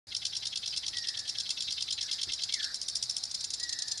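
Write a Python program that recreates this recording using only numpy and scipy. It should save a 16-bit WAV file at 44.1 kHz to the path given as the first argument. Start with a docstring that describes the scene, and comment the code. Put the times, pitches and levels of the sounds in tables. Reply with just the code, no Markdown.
"""A cormorant rasps close by on the left, bill open: double rasps, ten a second, each led by a soft
scrape; then quicker, brighter doubles as the bill opens wider, and a limping run of single rasps.
Each rasp is a burst of tiny snaps and air that rings the throat. Behind it, far birds give falling
whistles and hoarse mews, and there is one soft, dull bump. The bed is a high, uneven, twittering
hiss over a low outdoor rumble."""
import sys
import numpy as np
from scipy import signal
from scipy.fft import rfft, irfft
from scipy.io import wavfile
from scipy.ndimage import uniform_filter1d

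SR = 44100
rng = np.random.default_rng(int(sys.argv[2]) if len(sys.argv) > 2 else 0)


def int16_out(signal):
    """Quantize to a 16-bit WAV file."""
    q = np.round(np.clip(np.atleast_2d(signal).T, -1, 1) * 32767)
    wavfile.write(sys.argv[1], SR, q.astype(np.int16))


N = 176400

# Cue levels are ahead of the mix gains.
# double rasps: first stroke (t/s, level/dB, length/s), then the same for the second
DOUBLE_CUES = [(0.1514, -28, 0.0055, 0.1678, -29, 0.0065), (0.2545, -25, 0.0041, 0.268, -30, 0.0052),
               (0.3546, -34.5, 0.0085, 0.3696, -30, 0.0098), (0.4573, -31, 0.0053, 0.4721, -29, 0.0063),
               (0.5595, -27.3, 0.0036, 0.5758, -29.5, 0.0056), (0.6628, -31, 0.0047, 0.6784, -29, 0.0049),
               (0.7642, -30.5, 0.0035, 0.7767, -28, 0.0079), (0.8658, -27, 0.0024, 0.8838, -27.6, 0.0054),
               (0.9719, -29.5, 0.0052, 0.9864, -31, 0.0067), (1.0733, -31, 0.0044, 1.0884, -26.6, 0.006),
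               (1.176, -31.5, 0.0054, 1.1926, -29.5, 0.0052), (1.282, -36, 0.011, 1.2955, -29, 0.0095),
               (1.386, -29, 0.0047, 1.4045, -31, 0.0093), (1.4941, -31.5, 0.0057, 1.5075, -26, 0.0067),
               (1.6081, -29.2, 0.0057, 1.6242, -29.0, 0.0044), (1.7099, -31.0, 0.0063, 1.7262, -31, 0.0082),
               (1.81, -31.5, 0.0057, 1.8249, -28, 0.0067), (1.9106, -29, 0.0071, 1.9277, -26.5, 0.0059),
               (2.0146, -29.5, 0.0078, 2.0301, -31, 0.0076), (2.1163, -27.5, 0.0047, 2.1311, -28, 0.0064),
               (2.2179, -29.5, 0.0057, 2.2337, -26.5, 0.0054), (2.3228, -30.5, 0.0052, 2.3368, -27, 0.0056),
               (2.4225, -33.5, 0.006, 2.4382, -26.5, 0.0063), (2.5255, -29, 0.0039, 2.5416, -24, 0.0064),
               (2.6308, -32, 0.0064, 2.6457, -28.5, 0.0081), (2.7452, -27, 0.0031, 2.7568, -35, 0.0055),
               (2.8163, -28.5, 0.0034, 2.828, -37.5, 0.0086),
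               (2.8861, -28.5, 0.0054, 2.8983, -34.1, 0.0083), (2.9564, -26, 0.0047, 2.9681, -31.5, 0.0098),
               (3.0285, -25.5, 0.0042, 3.0374, -32, 0.0077), (3.098, -25.5, 0.0044, 3.1104, -33.5, 0.0078),
               (3.168, -27, 0.005, 3.1808, -36.4, 0.0096), (3.239, -28.5, 0.0057, 3.2548, -33.5, 0.0041)]
# single rasps (t/s, level/dB, length/s, least stereo width/dB)
SINGLE_CUES = [(3.3157, -34.5, 0.0067, -17), (3.3488, -31, 0.0095, -4), (3.4107, -34.3, 0.0076, -14),
               (3.4462, -31, 0.01, -13), (3.5053, -30, 0.0035, -15), (3.541, -30, 0.011, -18),
               (3.6, -32, 0.0051, -14), (3.6355, -33.0, 0.01, 0), (3.6952, -31.5, 0.0072, -10),
               (3.73, -31.0, 0.0073, -1.5), (3.79, -30, 0.0045, -12), (3.823, -29.5, 0.005, -2),
               (3.8846, -33.5, 0.0074, -8), (3.9197, -29.5, 0.01, -5), (3.9783, -33.5, 0.0059, -13)]
# soft scrapes leading into the slow doubles (t/s, level/dB)
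SCRAPE_CUES = [(0.125, -39.5), (0.228, -39.5), (0.333, -38), (0.433, -38), (0.534, -36.5), (0.638, -36.5),
               (0.735, -37), (0.841, -38.1), (0.942, -39), (1.049, -38), (1.151, -38.5), (1.26, -43.5),
               (1.357, -39.5), (1.464, -40.0), (1.58, -36.5), (1.685, -34), (1.784, -34.5), (1.887, -36.5),
               (1.988, -34.5), (2.092, -39), (2.194, -37), (2.3, -35.5), (2.397, -40), (2.499, -35.5),
               (2.605, -36)]
# throat colour of a double's two strokes, a single and a scrape (f/Hz, level/dB)
FIRST_EQ = [(1000, -41), (2000, -31.5), (2500, -17.5), (3300, -1.5), (4400, -2.5), (5500, 1.5), (6200, -8),
            (7200, -16.5), (8000, -17), (9000, -11), (9700, -16), (10500, -31.5), (12000, -47.5)]
SECOND_EQ = [(1000, -38.5), (2000, -26.5), (2600, -16.5), (3300, -10.5), (4400, 0), (5500, 2.5),
             (6200, -4.5), (7200, -12.5), (8000, -16.5), (9000, -8.5), (9700, -14.5), (10500, -27),
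             (12000, -57)]
SINGLE_EQ = [(1000, -36), (2000, -25.5), (2800, -19), (3300, -14.5), (4200, -1.5), (5300, 2), (6000, 0),
             (6650, -4.5), (7900, -13.5), (8800, -6), (9700, -15), (10700, -19.5), (12000, -52)]
SCRAPE_EQ = [(1200, -29.5), (2100, -12.5), (2500, -10.5), (3300, -1), (4100, -4), (5000, -11.5),
             (6300, -12), (7500, -42.5), (11000, -52)]
# brightening from a wide-open bill (f/Hz, level/dB)
GAPE_EQ = [(2000, 0), (3300, -10.5), (4200, -6.5), (5200, 1.5), (6500, 2.5), (9000, 3.5), (11000, 3.5)]
# narrow throat resonances in every rasp (f/Hz, width/Hz, lift/dB)
THROAT_RINGS = [(2113, 84, 10), (2673, 70, 8.5), (3093, 79, 7.5), (3350, 205, 7.5), (3660, 140, 5.5),
                (4126, 180, 6), (4490, 140, 2), (4784, 98, 2), (4970, 140, 5), (5500, 160, 4),
                (6610, 86, 10), (7130, 58, 12), (7483, 85, 10.5), (8780, 50, 5)]
# stereo width of a rasp, side against mid (f/Hz, level/dB)
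SIDE_EQ = [(1000, -28), (3000, -12.5), (5500, -16.5), (6700, -13), (7300, -6), (8000, -3.5), (8900, -4.5),
           (10000, -2.5)]
# far call contours before transposing and stretching (t/s, f/Hz, level/dB, roughness/0-1)
WHISTLE_CONTOUR = [(0, 1598, -25, 0.15), (.028, 1930, 0.5, 0.2), (.06, 1960, 6, 0), (.09, 1924, 5, 0.19),
                   (.12, 1823, -4, 0.36), (.2, 1811, -5.5, .45), (.3, 1780, -7, 0.46), (.38, 1753, -13, 0)]
MEW_CONTOUR = [(0, 2277, -21, 0.13), (.028, 2284, -1, 0.15), (.05, 2093.5, 0.5, 0.2),
               (.075, 1834, -1, 0.22), (.1, 1701.5, 3, 0.37), (.13, 1652, 0, 0.95), (.17, 1671, -1, .9),
               (.205, 1660, -1, 1), (.222, 1540, -18, 1)]
# long whistles (t/s, level/dB)
WHISTLE_CUES = [(.905, -51), (3.578, -51.5)]
# falling mews (t/s, level/dB, pitch/ratio, length/ratio)
MEW_CUES = [(2.5, -46.5, 1.0, 1.0), (1.975, -58, 0.99, .65), (2.1, -60, 1.06, .5), (1.3, -62.5, 0.97, 0.58)]
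# fader ride of the hiss (t/s, level/dB)
HISS_RIDE = [(0.1, -48.5), (0.25, -43), (0.35, -44.5), (0.37, -43), (0.59, -46.5), (0.72, -40.5),
             (0.83, -44.5), (0.87, -39), (0.89, -48), (0.97, -39), (1.07, -42), (1.25, -43.5),
             (1.45, -40.5), (1.56, -41.5), (1.69, -40.5), (1.81, -41.5), (1.91, -43.5), (1.95, -47),
             (2.05, -39.5), (2.11, -42.5), (2.14, -36), (2.22, -44.5), (2.32, -39), (2.34, -47),
             (2.42, -37.5), (2.52, -43), (2.55, -41), (2.65, -37.5), (2.74, -43), (2.77, -45), (3.19, -42),
             (3.33, -44.5), (3.4, -40), (3.5, -45), (3.62, -41), (3.81, -43), (3.93, -40.5), (3.99, -44)]
# colour of the bump, the hiss and the rumble (f/Hz, level/dB)
BUMP_EQ = [(30, -10), (85, 1), (170, -15), (350, -12), (600, -31), (2000, -19), (6000, -82)]
HISS_EQ = [(2500, -26.5), (3100, -21.5), (3800, 0), (4400, 0.5), (5000, 3), (5600, -5), (6300, -12),
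           (7200, -15.5), (8200, -18.5), (12000, -33)]
RUMBLE_EQ = [(20, -18), (40, -29), (62, -0.5), (105, 1.5), (160, -6), (300, -9), (480, -13), (800, -10),
             (1100, -14.5), (1600, -8), (2500, -13.5), (7000, -21), (9500, -13), (11000, -15.5),
             (12000, -31.5)]
# stereo image of the bed: centred lows, wide highs (f/Hz, left-right correlation/0-1)
BED_CORRELATION = [(100, .999), (350, 1), (700, 0.98), (1800, 0.94), (4700, 0.93), (7500, 0.81),
                   (11000, 0.19)]


def rasp(when, db, length, eq, tail_db, tail_s, lean, width_db=-40, gape=False):
    """A burst of snaps and air rings the throat; lean > 0 gives a slow attack and a quick release."""
    size, snaps_per_s, snap_spread_db, air = 8192, 2200, 2.0, .6
    t, hz = (np.arange(size) - size // 4) / SR, np.fft.rfftfreq(size, 1 / SR)
    half_length = length / 2 * (1 - lean * np.sign(t))
    swell = np.exp(-.5 * abs(t / half_length) ** 2.4)  # a slightly squared bell
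    tail = amp(tail_db) * np.exp(-abs(t) / tail_s) * (t > 0)
    snaps = rng.random((2, size)) < snaps_per_s / SR
    snaps = snaps * amp(snap_spread_db * rng.standard_normal((2, size)))
    drive = np.maximum(swell, tail) * (unit(snaps) + air * rng.standard_normal((2, size)))
    rings = [*THROAT_RINGS, (rng.uniform(3300, 5800), 220, 6)]  # one ring differs in every rasp
    rings_db = sum(lift * np.exp(-2 * ((hz - f) / width) ** 2) for f, width, lift in rings)
    throat_db = curve(eq, hz) + gape * curve(GAPE_EQ, hz) + rings_db
    mid, side = (unit(colour(channel, throat_db)) for channel in drive)
    side = irfft(rfft(side) * amp(np.maximum(curve(SIDE_EQ, hz), width_db)))
    gain = amp(db) * np.sqrt(length * SR / size)
    return when + t[0], gain * np.array([mid + side, mid - side])


def cormorant():
    """The near bird's scrapes, doubles and singles, panned left with a little outdoor scatter."""
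    out = np.zeros((2, N))
    for when, db in SCRAPE_CUES:
        add(out, *rasp(when, db, .014, SCRAPE_EQ, tail_db=-18, tail_s=.006, lean=.088))
    for t1, db1, length1, t2, db2, length2 in DOUBLE_CUES:
        gape = t1 > 2.7  # the bill opens wider for the quick doubles
        add(out, *rasp(t1, db1, length1, FIRST_EQ, tail_db=-3, tail_s=.0047, lean=-.016, gape=gape))
        add(out, *rasp(t2, db2, length2, SECOND_EQ, tail_db=-4, tail_s=.011, lean=-.052, gape=gape))
    for when, db, length, width_db in SINGLE_CUES:
        add(out, *rasp(when, db, length, SINGLE_EQ, tail_db=-1.5, tail_s=.0067, lean=-.091,
                       width_db=width_db))
    return amp([[.6], [.1]]) * out + amp(-17.5) * scatter(out, t60=.14, predelay_s=.0046)


def far_call(contour, transpose, stretch=1):
    """A bird's gliding tone; where it is rough, it breaks into hoarse little downward slurs."""
    slurs_per_s, slur_depth, jitter_depth = 33, .08, .07  # depths are shares of the pitch
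    t = np.arange(SR // 2) / SR
    times, *columns = np.transpose(contour)
    hz, db, rough = (np.interp(t, times * stretch, column) for column in columns)
    jitter = unit(uniform_filter1d(rng.standard_normal(len(t)), size=90))
    slurs = 1 - 2 * (slurs_per_s * t % 1)
    pitch = hz * transpose * (1 + rough * (slur_depth * slurs + jitter_depth * jitter))
    tone = np.sqrt(2) * np.sin(2 * np.pi * np.cumsum(pitch) / SR)
    fade = np.clip(np.minimum(t, times[-1] * stretch - t) / .005, 0, 1)
    return np.tile(fade * amp(db) * tone, (2, 1))


def far_birds():
    """Whistles and mews, blurred by distance."""
    whistles, mews = np.zeros((2, 2, N))
    for when, db in WHISTLE_CUES:
        add(whistles, when, amp(db) * far_call(WHISTLE_CONTOUR, transpose=.99))
    for when, db, transpose, stretch in MEW_CUES:
        add(mews, when, amp(db) * far_call(MEW_CONTOUR, transpose, stretch))
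    wet = amp(-.5) * scatter(whistles, t60=.75, predelay_s=.0052)
    wet += amp(-3.5) * scatter(mews, t60=.15, predelay_s=.0069)
    return amp(-5.5) * whistles + amp(-3) * mews + .91 * wet + .19 * wet[::-1]


def bump():
    """One dull bump of low noise that swells and dies quickly."""
    size, peak_s = 8192, .012
    age, hz = np.arange(size) / SR / peak_s, np.fft.rfftfreq(size, 1 / SR)
    body = unit(colour(rng.standard_normal(size), curve(BUMP_EQ, hz)))
    thud = amp(-48) * body * age * np.exp(1 - age)
    out = np.zeros((2, N))
    add(out, when=2.268, sound=np.tile(thud, (2, 1)))
    return out


def twitter():
    """Brief, high peeps, each gliding up or down, sprinkled across the stereo field."""
    peeps_per_s, length_s, band_hz, max_glide = 45, .022, (3800, 5700), .06
    out, progress = np.zeros((2, N)), np.linspace(0, 1, round(length_s * SR))
    for place, pitch, glide, gain, pan in rng.random((round(peeps_per_s * N / SR), 5)):
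        hz = np.interp(pitch, (0, 1), band_hz) * (1 + max_glide * (2 * glide - 1) * progress)
        peep = gain * np.sin(np.pi * progress) ** 2 * np.sin(2 * np.pi * np.cumsum(hz) / SR)
        balance = 1 + .5 * (pan - .5) * np.array([1, -1])
        add(out, place * N / SR, np.outer(balance, peep))
    return unit(out)


def hiss():
    """A grainy high hiss with peeps tucked in, swelling and dipping unevenly."""
    ride_db = np.interp(np.arange(N) / SR, *np.transpose(HISS_RIDE))
    grain = wash(HISS_EQ, patchy_db=2.2, flicker_db=1.1, size=256)
    return amp(ride_db - .5) * unit(grain + amp(-5) * twitter())


def rumble():
    """The low, steady outdoor floor."""
    return amp(-58) * wash(RUMBLE_EQ, patchy_db=2.0, flicker_db=.3, size=2048)


def wash(eq, patchy_db, flicker_db, size):
    """Coloured stereo noise with drifting patches and a quick flicker shared by all bands."""
    hop, hz = size // 4, np.fft.rfftfreq(size, 1 / SR)
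    frames = N // hop + 5
    real, imag, other_real, other_imag, patches = rng.standard_normal((5, frames, len(hz)))
    patches = unit(uniform_filter1d(uniform_filter1d(patches, size=8, axis=0), size=5, axis=1))
    flicker = unit(uniform_filter1d(rng.standard_normal((frames, 1)), size=3, axis=0))
    shared = curve(BED_CORRELATION, hz)
    left = real + 1j * imag
    right = shared * left + np.sqrt(1 - shared ** 2) * (other_real + 1j * other_imag)
    spectra = np.array([left, right]) * amp(curve(eq, hz) + patchy_db * patches + flicker_db * flicker)
    _, noise = signal.istft(spectra.transpose(0, 2, 1), nperseg=size, noverlap=size - hop)
    return unit(noise[:, :N])


def scatter(x, t60, predelay_s):
    """Diffuse reflections from reeds and banks, different for each ear."""
    t = np.arange(SR) / SR
    tail = rng.standard_normal((2, SR)) * amp(-60 * t / t60) * np.clip(t / predelay_s - 1, 0, 1)
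    return signal.fftconvolve(x, tail / np.linalg.norm(tail[0]), axes=1)[:, :N]


def colour(x, db):
    """Minimum-phase EQ with the given gain per bin."""
    log_gain = np.log(amp(np.r_[db, db[-2:0:-1]]))
    return irfft(rfft(x) * np.exp(signal.hilbert(log_gain).conj())[:len(db)])


def curve(points, hz):
    """Reads a table on a log-frequency axis."""
    f, value = np.transpose(points)
    return np.interp(np.log(hz + 1), np.log(f + 1), value)


def add(mix, when, sound):
    """Mixes in a stereo sound at a time in seconds."""
    part = mix[:, max(round(when * SR), 0):][:, :sound.shape[1]]
    part += sound[:, :part.shape[1]]


def amp(db):
    """Decibels to gain."""
    return 10 ** (np.asarray(db) / 20)


def unit(x):
    """Scales to rms 1."""
    return x / np.sqrt(np.mean(x ** 2) + 1e-20)


def scene():
    """The cormorant up front, with the bed, the far birds and the bump behind."""
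    return cormorant() + hiss() + rumble() + far_birds() + bump()


def record(dry):
    """A moment of silence, a snap fade-in and a steep high cut."""
    start_s, fade_s, cutoff_hz = .069, .002, 12400
    fade_in = np.clip((np.arange(N) / SR - start_s) / fade_s, 0, 1)
    high_cut = signal.firwin(255, cutoff_hz, window=("kaiser", 9), fs=SR)
    return signal.oaconvolve(dry * fade_in, high_cut[None], "same")


dry = scene()
out = record(dry)
int16_out(out)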